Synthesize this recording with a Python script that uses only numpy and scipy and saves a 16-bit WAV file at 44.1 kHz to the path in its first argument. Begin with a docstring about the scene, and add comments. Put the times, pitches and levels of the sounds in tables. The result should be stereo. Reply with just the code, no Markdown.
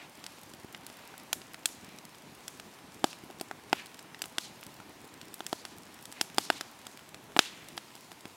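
"""The soft wash of an earlier pop, returned by the trees, is heard first, as a brief swell of noise over the
low flutter of flames, drawn air and a faint hiss of steam: noise with fluctuating levels. Tiny ticks are
short pulses at random times. Then pockets of steam and resin burst in the wood of the campfire close by: each
sharp pop is one pressure pulse that rattles among the logs, bounces off the ground and comes back from the trees
as a soft wash. A few more soft swells of rushing noise are flaring gas or distant echoes of pops."""
import sys
import numpy as np
from scipy import signal
from scipy.fft import rfft, irfft, next_fast_len
from scipy.io import wavfile
from scipy.ndimage import uniform_filter1d, map_coordinates

SR = 44100
rng = np.random.default_rng(int(sys.argv[2]) if len(sys.argv) > 2 else 0)


def persist_wave(psi):
    """Save psi, clipped to +-1, as 16-bit WAV."""
    counts = np.round(np.clip(psi, -1, 1) * 32767).astype(np.int16)
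    wavfile.write(sys.argv[1], SR, np.atleast_2d(counts).T)


N = 368676

# Soft swells of rushing sound, flaring gas and distant echoes of pops: crest t/s, length/s, crest level/dB
SOFT_SWELLS = [(0.01, .07, -49), (1.046, 0.35, -56), (1.898, 0.11, -55.5), (6.188, 0.062, -49),
               (7.63, 0.17, -55)]
# Relative spectrum of a swell's rush: f/Hz, density level/dB
SWELL_SPECTRUM = [(200, -40), (600, -6), (1200, -7), (2400, -0.5), (3500, -7), (7000, -20), (12000, -50)]
# How hard the flames burn: t/s, mean level/dB
FLAME_LEVEL = [(0.05, -56), (0.23, -58), (3.66, -56), (3.91, -59), (4.42, -56.5), (6.07, -58), (6.39, -55),
               (7.03, -61), (7.36, -56), (8.3, -60.5)]
# Relative spectrum of the flames: f/Hz, density level/dB
FLAME_SPECTRUM = [(20, -27), (45, -18.5), (90, -6), (160, -1.5), (300, 0), (420, -3.5), (560, -13),
                  (1000, -21), (3000, -80)]
# Air drawn through the pile: t/s, mean level/dB
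DRAUGHT_LEVEL = [(0.15, -55), (1.25, -54.5), (2.12, -55), (6.18, -55), (6.36, -54), (6.86, -55.5),
                 (7.3, -56)]
# Relative spectrum of the draught: f/Hz, density level/dB
DRAUGHT_SPECTRUM = [(200, -64), (480, -4.5), (700, -0.5), (980, 0.5), (1200, -3), (2400, -6), (4000, -15),
                    (9000, -66)]
# Relative spectrum of the steam: f/Hz, density level/dB
HISS_SPECTRUM = [(800, -17), (2500, 3), (4200, 3), (7000, 0.5), (10000, -2.5), (13000, -5), (16000, -9.5)]
# Likeness of left and right in diffuse noise: f/Hz, correlation/1
STEREO_LIKENESS = [(30, 0.68), (70, 0.77), (150, 0.98), (400, 0.64), (800, 0.49), (1600, 0.14),
                   (3000, 0.068), (12000, 0)]
# Share of a burst that the logs scatter: f/Hz, level/dB
LOG_SCATTER = [(100, -20), (500, -11), (1400, -2), (3500, 1), (9000, 4), (16000, 5)]
# Bands in which scattering keeps a burst's energy: centre f/Hz
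EVEN_BANDS = [270, 1000, 3400, 9000]
# Fixed paths over soft ground and through the logs cancel some pitches, double others: f/Hz, level/dB
GROUND_PATHS = [(200, -1), (330, 3), (420, -1), (510, -12), (620, -1), (790, 3.5), (1080, -4), (1400, 3.5),
                (2300, -1.5), (3200, 1.5), (4400, -2), (5250, 2), (6300, -4), (8000, 1)]
# Pockets bursting in the wood: t/s, thump level/dB, thump f/Hz, crack level/dB, crack f/Hz,
# level/dB of the crack beamed at the trees, left minus right level/dB
POCKETS = [(0.2408, -15, 400, -11.5, 5200, -25, -1), (0.2644, -31, 290, -7.5, 5000, -16, -1),
           (0.433, -32, 780, -20.5, 10600, -32, 2), (0.54, -6, 200, -36, 2100, -40, 5),
           (0.6462, 1, 193, -31, 1400, -40, 0), (0.7474, -32, 610, -8, 3180, -24, 7),
           (0.8655, -26, 640, -11.5, 8950, -18, 0), (0.9, -11, 450, -17.5, 5000, -27, 4),
           (1.1405, -11.5, 940, -36, 5000, -35, 0), (1.3297, 2.5, 1160, 6, 7260, -20, -1.5),
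           (1.4168, -24, 500, -15, 3620, -33, -3), (1.5441, -9, 1920, -19, 9000, -27, 0),
           (1.6571, -4, 330, 8.5, 6800, -7, 0.5), (1.9865, -14, 350, -16, 6400, -30, 1.5),
           (2.4801, -18, 460, -6, 6650, -12, 0), (2.5986, -11.5, 1170, -12.5, 5800, -27, 0),
           (3.0424, 19.5, 470, 5, 4650, 0.5, 0), (3.1301, -33, 530, -12, 3600, -24, -2),
           (3.237, -2.5, 190, -33, 3000, -39, -4.5), (3.302, -2.5, 403, -25, 3900, -33, 0),
           (3.399, -16, 300, -14, 4800, -34, -1), (3.4117, 5, 370, -5, 7500, -31, 0.5),
           (3.5122, 1.5, 734, -19, 6400, -29, 1), (3.7296, 17, 540, 11, 2560, 7.5, -0.5),
           (3.992, -28, 650, -14, 5500, -29.5, -1), (4.146, -18, 720, -11, 3020, -25, 1),
           (4.219, -5, 540, 0.5, 6240, -24, 0), (4.2399, -7, 350, -8.5, 3760, -24, 0),
           (4.2568, -14, 760, -15, 10700, -25, 2), (4.3832, 3, 510, 6, 4300, 3.5, -1.5),
           (4.6298, -19, 615, -12, 3000, -21, 3), (4.666, -30, 440, -16.5, 8800, -34, 2),
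           (4.8014, -11, 760, -26, 7000, -37, -2), (5.2143, -24, 240, -13, 4430, -26, -4),
           (5.3415, -10, 210, -11, 12000, -23, 4), (5.4057, 2, 520, -7.5, 2900, -16, 0),
           (5.4654, -25, 490, -4.5, 6600, -8, -1.5), (5.529, 11.5, 457, -2.5, 4470, -2.5, 0),
           (5.652, -8, 650, -6.5, 4670, -7, 0), (6.055, -26, 400, -12, 7450, -22, 1),
           (6.1247, -16, 940, -14.5, 7940, -29, -1), (6.2124, 7.5, 460, 8, 5850, -12, -1),
           (6.346, -4, 190, -18.5, 8000, -30, -1), (6.3832, 16, 576, 10, 4830, 5, -1),
           (6.5018, 16.5, 714, 7, 3800, 4, -0.5), (6.6103, 0.5, 647, -2, 4900, -11, 0),
           (6.8677, -8.5, 565, -10.5, 6400, -12, -1), (7.1448, -9.5, 630, -12.5, 4970, -23, 0.5),
           (7.3651, 13, 420, 7, 1840, -7, 7), (7.3719, 4, 530, -13, 8800, -26, -4),
           (7.3916, 20, 480, 19.5, 3480, 8.5, 1), (7.686, -31, 590, -15.5, 7800, -30, -1),
           (7.7776, -2, 1000, -2, 3900, -22, 0), (7.9531, -10.5, 380, -18, 8040, -30, 0),
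           (8.1173, -11, 626, -16, 4900, -26, -2), (8.255, 0.5, 280, -12, 3200, -25, -1)]
# Shape of a thump of escaping steam: f/(thump f), level/dB
THUMP_SHAPE = [(.04, -34), (.25, -12), (.5, -1), (1, 1), (2, -1.5), (4, -17.5), (16, -31)]
# Shape of a crack of splitting wood: f/(crack f), level/dB
CRACK_SHAPE = [(.02, -22), (.125, -10.5), (.4, -2.5), (1, 0), (2, -8.5), (4, -23.5), (8, -37)]
# Relative answer of the brush and trees all round: t/s after the pop, level/dB
TREE_ANSWER = [(0, -31), (.006, 2), (.025, -1), (.06, -4.5), (.1, -7.5), (.14, -8.5), (.25, -16),
               (.45, -21), (.8, -55)]
# Relative answer of the nearest stand of spruces, which swells late: t/s after the pop, level/dB
STAND_ANSWER = [(0, -38), (.008, -13), (.025, 4), (.045, 2), (.068, 7.5), (.095, 0), (.13, -7.5),
                (.25, -23), (.8, -60)]
# Colour of the trees' answer: f/Hz, level/dB
FOLIAGE_COLOUR = [(100, -17), (500, -15), (1200, -6), (2500, -5), (4500, -4.5), (8500, 1.5), (11500, 6.5),
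                  (16000, 3)]
# The right port hears the near fire in another colour: f/Hz, right minus left level/dB
PORT_COLOUR = [(200, -0.5), (1500, 0.5), (4000, 0), (8000, 5.5), (12500, -1.5)]

HISS_DB = -57  # mean level: steam leaves the wood at a steady mean rate
SPLIT_S = 0.00054  # delay at TOP_HZ: the split takes a moment to open, so treble trails bass
TOP_HZ = 15950  # upper band limit


def amp(db):
    """Level definition: an amplitude ratio is ten to the power of dB/20."""
    return 10 ** (np.asarray(db) / 20)


def unit(x):
    """Normalisation: scale a signal to an rms of 1."""
    return x / np.sqrt(np.mean(x ** 2) + 1e-20)


def along(points, hz):
    """Logarithmic pitch: interpolate (f/Hz, value) points on a log axis."""
    f, v = np.transpose(points)
    return np.interp(np.log(hz + 1), np.log(f + 1), v)


def curves(rows):
    """Linear interpolation in time: one value per sample for each column after t/s."""
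    s, *columns = np.transpose(rows)
    t = np.arange(N) / SR
    return [np.interp(t, s, column) for column in columns]


def wobble(rate):
    """Band-limited fluctuation: a smooth random curve with rate knots per second."""
    knots = rng.standard_normal(int(N * rate / SR) + 4)
    return map_coordinates(knots, [np.arange(N) * rate / SR])


def filtered(x, response):
    """Linear filtering: multiply the spectrum of x by a response of frequency."""
    n = x.shape[-1]
    size = next_fast_len(n + 4096)
    spectrum = rfft(x, size) * response(np.fft.rfftfreq(size, 1 / SR))
    return irfft(spectrum, size)[..., :n]


def pulse(spectrum, size=1024):
    """Minimum phase: the folded cepstrum gives the most abrupt causal pulse with this spectrum."""
    level_db = along(spectrum, np.fft.rfftfreq(size, 1 / SR))
    cepstrum = irfft(np.log(amp(level_db)))
    cepstrum[1:size // 2] *= 2
    cepstrum[size // 2 + 1:] = 0
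    return irfft(np.exp(rfft(cepstrum)))


def add(track, s, sound):
    """Superposition: mix a stereo sound into the track at time s."""
    start = max(round(s * SR), 0)
    room = track[:, start:start + sound.shape[1]]
    room += sound[:, :room.shape[1]]


def rush(spectrum, patchy_db):
    """Turbulent noise: patches of random gain, rms 1, left and right most alike in the bass."""
    noise = signal.stft(rng.standard_normal((2, N)), nperseg=512)[2]
    patches = uniform_filter1d(rng.standard_normal(noise.shape[1:]), size=7, axis=0)
    patches = uniform_filter1d(patches, size=14, axis=1)
    pair = signal.istft(noise * amp(patchy_db * unit(patches)), nperseg=512)[1][:, :N]

    def mid_side_response(hz):
        # independent mid and side at this angle give a correlation of cos(2 * angle)
        angle = np.arccos(np.clip(along(STEREO_LIKENESS, hz), -1, 1)) / 2
        return amp(along(spectrum, hz)) * np.array([np.cos(angle), np.sin(angle)])

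    mid, side = filtered(pair, mid_side_response)
    return unit(np.array([mid + side, mid - side]))


def swells():
    """Amplitude envelope: each soft swell of rushing noise rises and dies away in a bell."""
    t = np.arange(N) / SR
    bells = sum(amp(db) * np.exp(-2 * ((t - s) / length) ** 2) for s, length, db in SOFT_SWELLS)
    return bells * amp(0.8 * wobble(60)) * rush(SWELL_SPECTRUM, patchy_db=1)


def burning():
    """Modulated turbulence: flames flutter, air is drawn through the pile and steam hisses."""
    (flame_db,), (draught_db,) = curves(FLAME_LEVEL), curves(DRAUGHT_LEVEL)
    flutter = wobble(80)  # tongues of flame tear off in quick puffs
    flame_gain = amp(flame_db + 2.3 * flutter + 0.48 * wobble(6))
    flame = flame_gain * rush(FLAME_SPECTRUM, patchy_db=1.26)
    draught = amp(draught_db + 0.63 * flutter) * rush(DRAUGHT_SPECTRUM, patchy_db=.5)
    hiss_gain = amp(HISS_DB + 0.61 * wobble(34) + 0.6 * wobble(3.9))
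    hiss = hiss_gain * rush(HISS_SPECTRUM, patchy_db=1.15)
    return flame + draught + hiss


def rattle(spread_s, apart, late_db, size=1024):
    """Multipath scattering: direct to both ports, among the logs, then faintly in the brush."""
    t = np.arange(size) / SR
    fade = np.exp(-(t / spread_s) ** 2) + amp(late_db - 60 * t / 0.023)
    shared = rng.standard_normal(size)
    scatter = (shared + apart * rng.standard_normal((2, size))) * fade
    scatter /= np.linalg.norm(scatter, axis=1, keepdims=True)
    paths = signal.fftconvolve(scatter, pulse(LOG_SCATTER)[None], axes=1)[:, :size]
    paths[:, 0] += 1  # direct sound
    # scattering spreads each band out in time but adds no energy to it
    hz = np.fft.rfftfreq(size, 1 / SR)
    power = np.mean(abs(rfft(paths)) ** 2, axis=0)
    even = []
    for centre in EVEN_BANDS:
        band = (hz > centre / 2) & (hz < centre * 1.6)
        even.append((centre, -10 * np.log10(power[band].mean())))
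    colour = np.convolve(pulse(even), pulse(GROUND_PATHS))[None, :size]
    return signal.fftconvolve(paths, colour, axes=1)


def ticks(rate, level_db, spread_db, centre_hz):
    """Impulsive fracture: tiny splinters crack at random, rate per second, most of them weakly."""
    out = np.zeros((2, N))
    for when, strength, colour, place in rng.random((int(rate * N / SR), 4)):
        hz = np.clip(centre_hz * 3 ** (2 * colour - 1), 300, 12000)
        db = level_db + spread_db * strength ** 5
        burst = pulse([(hz / 30, db - 29), (hz / 3, db - 4), (hz, db), (hz * 4, db - 13.5)])
        paths = rattle(spread_s=0.0022, apart=0.68, late_db=-9)
        pan_db = 5 * (place - .5)
        tick = signal.fftconvolve(burst[None], paths, axes=1) * amp([[pan_db], [-pan_db]])
        add(out, when * N / SR, tick)
    return out


def pocket(thump_db, thump_hz, crack_db, crack_hz):
    """Dispersed pressure pulse: the low thump of steam and high crack of wood add in power."""
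    hz = np.geomspace(20, SR / 2, 80)
    thump = amp(thump_db + along([(thump_hz * k, db) for k, db in THUMP_SHAPE], hz))
    crack = amp(crack_db + along([(crack_hz * k, db) for k, db in CRACK_SHAPE], hz))
    burst = -pulse(np.column_stack([hz, 20 * np.log10(np.hypot(thump, crack))]))
    # quadratic phase makes the delay grow in proportion to frequency
    return filtered(burst, lambda f: np.exp(-1j * np.pi * SPLIT_S * f ** 2 / TOP_HZ))


def forest(burst, answer, grain_db, absorb_db):
    """Diffuse reverberation from trunks and boughs; absorb_db is the loss per second at 10 kHz."""
    noise = rng.standard_normal((2, int(.8 * SR)))
    hz, t, z = signal.stft(noise, SR, nperseg=128)
    boughs_db = grain_db * rng.standard_normal(len(t))
    loss_db = absorb_db * t * (hz[:, None] / 10000) ** 2
    gain = amp(np.interp(t, *np.transpose(answer)) + boughs_db)
    norm = np.linalg.norm(signal.istft(z * gain, nperseg=128)[1][0])  # before colour and loss
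    colour = amp(along(FOLIAGE_COLOUR, hz)[:, None] - loss_db)
    tail = signal.istft(z * gain * colour, nperseg=128)[1] / norm
    return signal.fftconvolve(burst[None], tail, axes=1)


def pops():
    """Impulse and echo: bursts thump or snap, rattle among the logs and wash back from the trees."""
    direct, echo = np.zeros((2, N)), np.zeros((2, N))
    for s, thump_db, thump_hz, crack_db, crack_hz, beam_db, pan_db in POCKETS:
        burst = pocket(thump_db, thump_hz, crack_db, crack_hz)
        paths = rattle(spread_s=0.0027, apart=0.59, late_db=-5.0)
        pan = amp([[pan_db / 2], [-pan_db / 2]])
        add(direct, s, signal.fftconvolve(burst[None], paths, axes=1) * pan)
        add(echo, s, forest(amp(-13) * burst, TREE_ANSWER, grain_db=1.0, absorb_db=90))
        # the split beams a narrow crack away from the listener, heard only as the trees return it
        beam = pulse([(crack_hz / 6, -30), (crack_hz / 2, -8), (crack_hz, 1),
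                      (crack_hz * 1.07, -1), (crack_hz * 3.9, -23)])
        add(echo, s, forest(amp(beam_db) * beam, STAND_ANSWER, grain_db=1.1, absorb_db=112))
    return direct, echo


def ports(x, lag_s):
    """Interaural difference: sound reaches the left port lag_s before the right; each colours it."""
    side = np.array([[-.5], [.5]])

    def response(hz):
        delay = np.exp(-2j * np.pi * hz * side * lag_s)
        return amp(side * along(PORT_COLOUR, hz)) * delay

    return filtered(x, response)


def scene():
    """Superposition of soft swells, steady burning, the near pops and ticks, and the forest's echo."""
    background = swells() + burning()
    splinters = ticks(rate=36, level_db=-28.5, spread_db=12.5, centre_hz=4900)
    direct, echo = pops()
    return background + ports(direct + splinters, lag_s=.000024) + echo


def record(dry):
    """Saturation and band limiting: clip at full scale, then a steep low-pass at TOP_HZ."""
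    return filtered(np.clip(dry, -1, 1), lambda hz: 1 / np.sqrt(1 + (hz / TOP_HZ) ** 160))


dry = scene()
out = record(dry)
persist_wave(out)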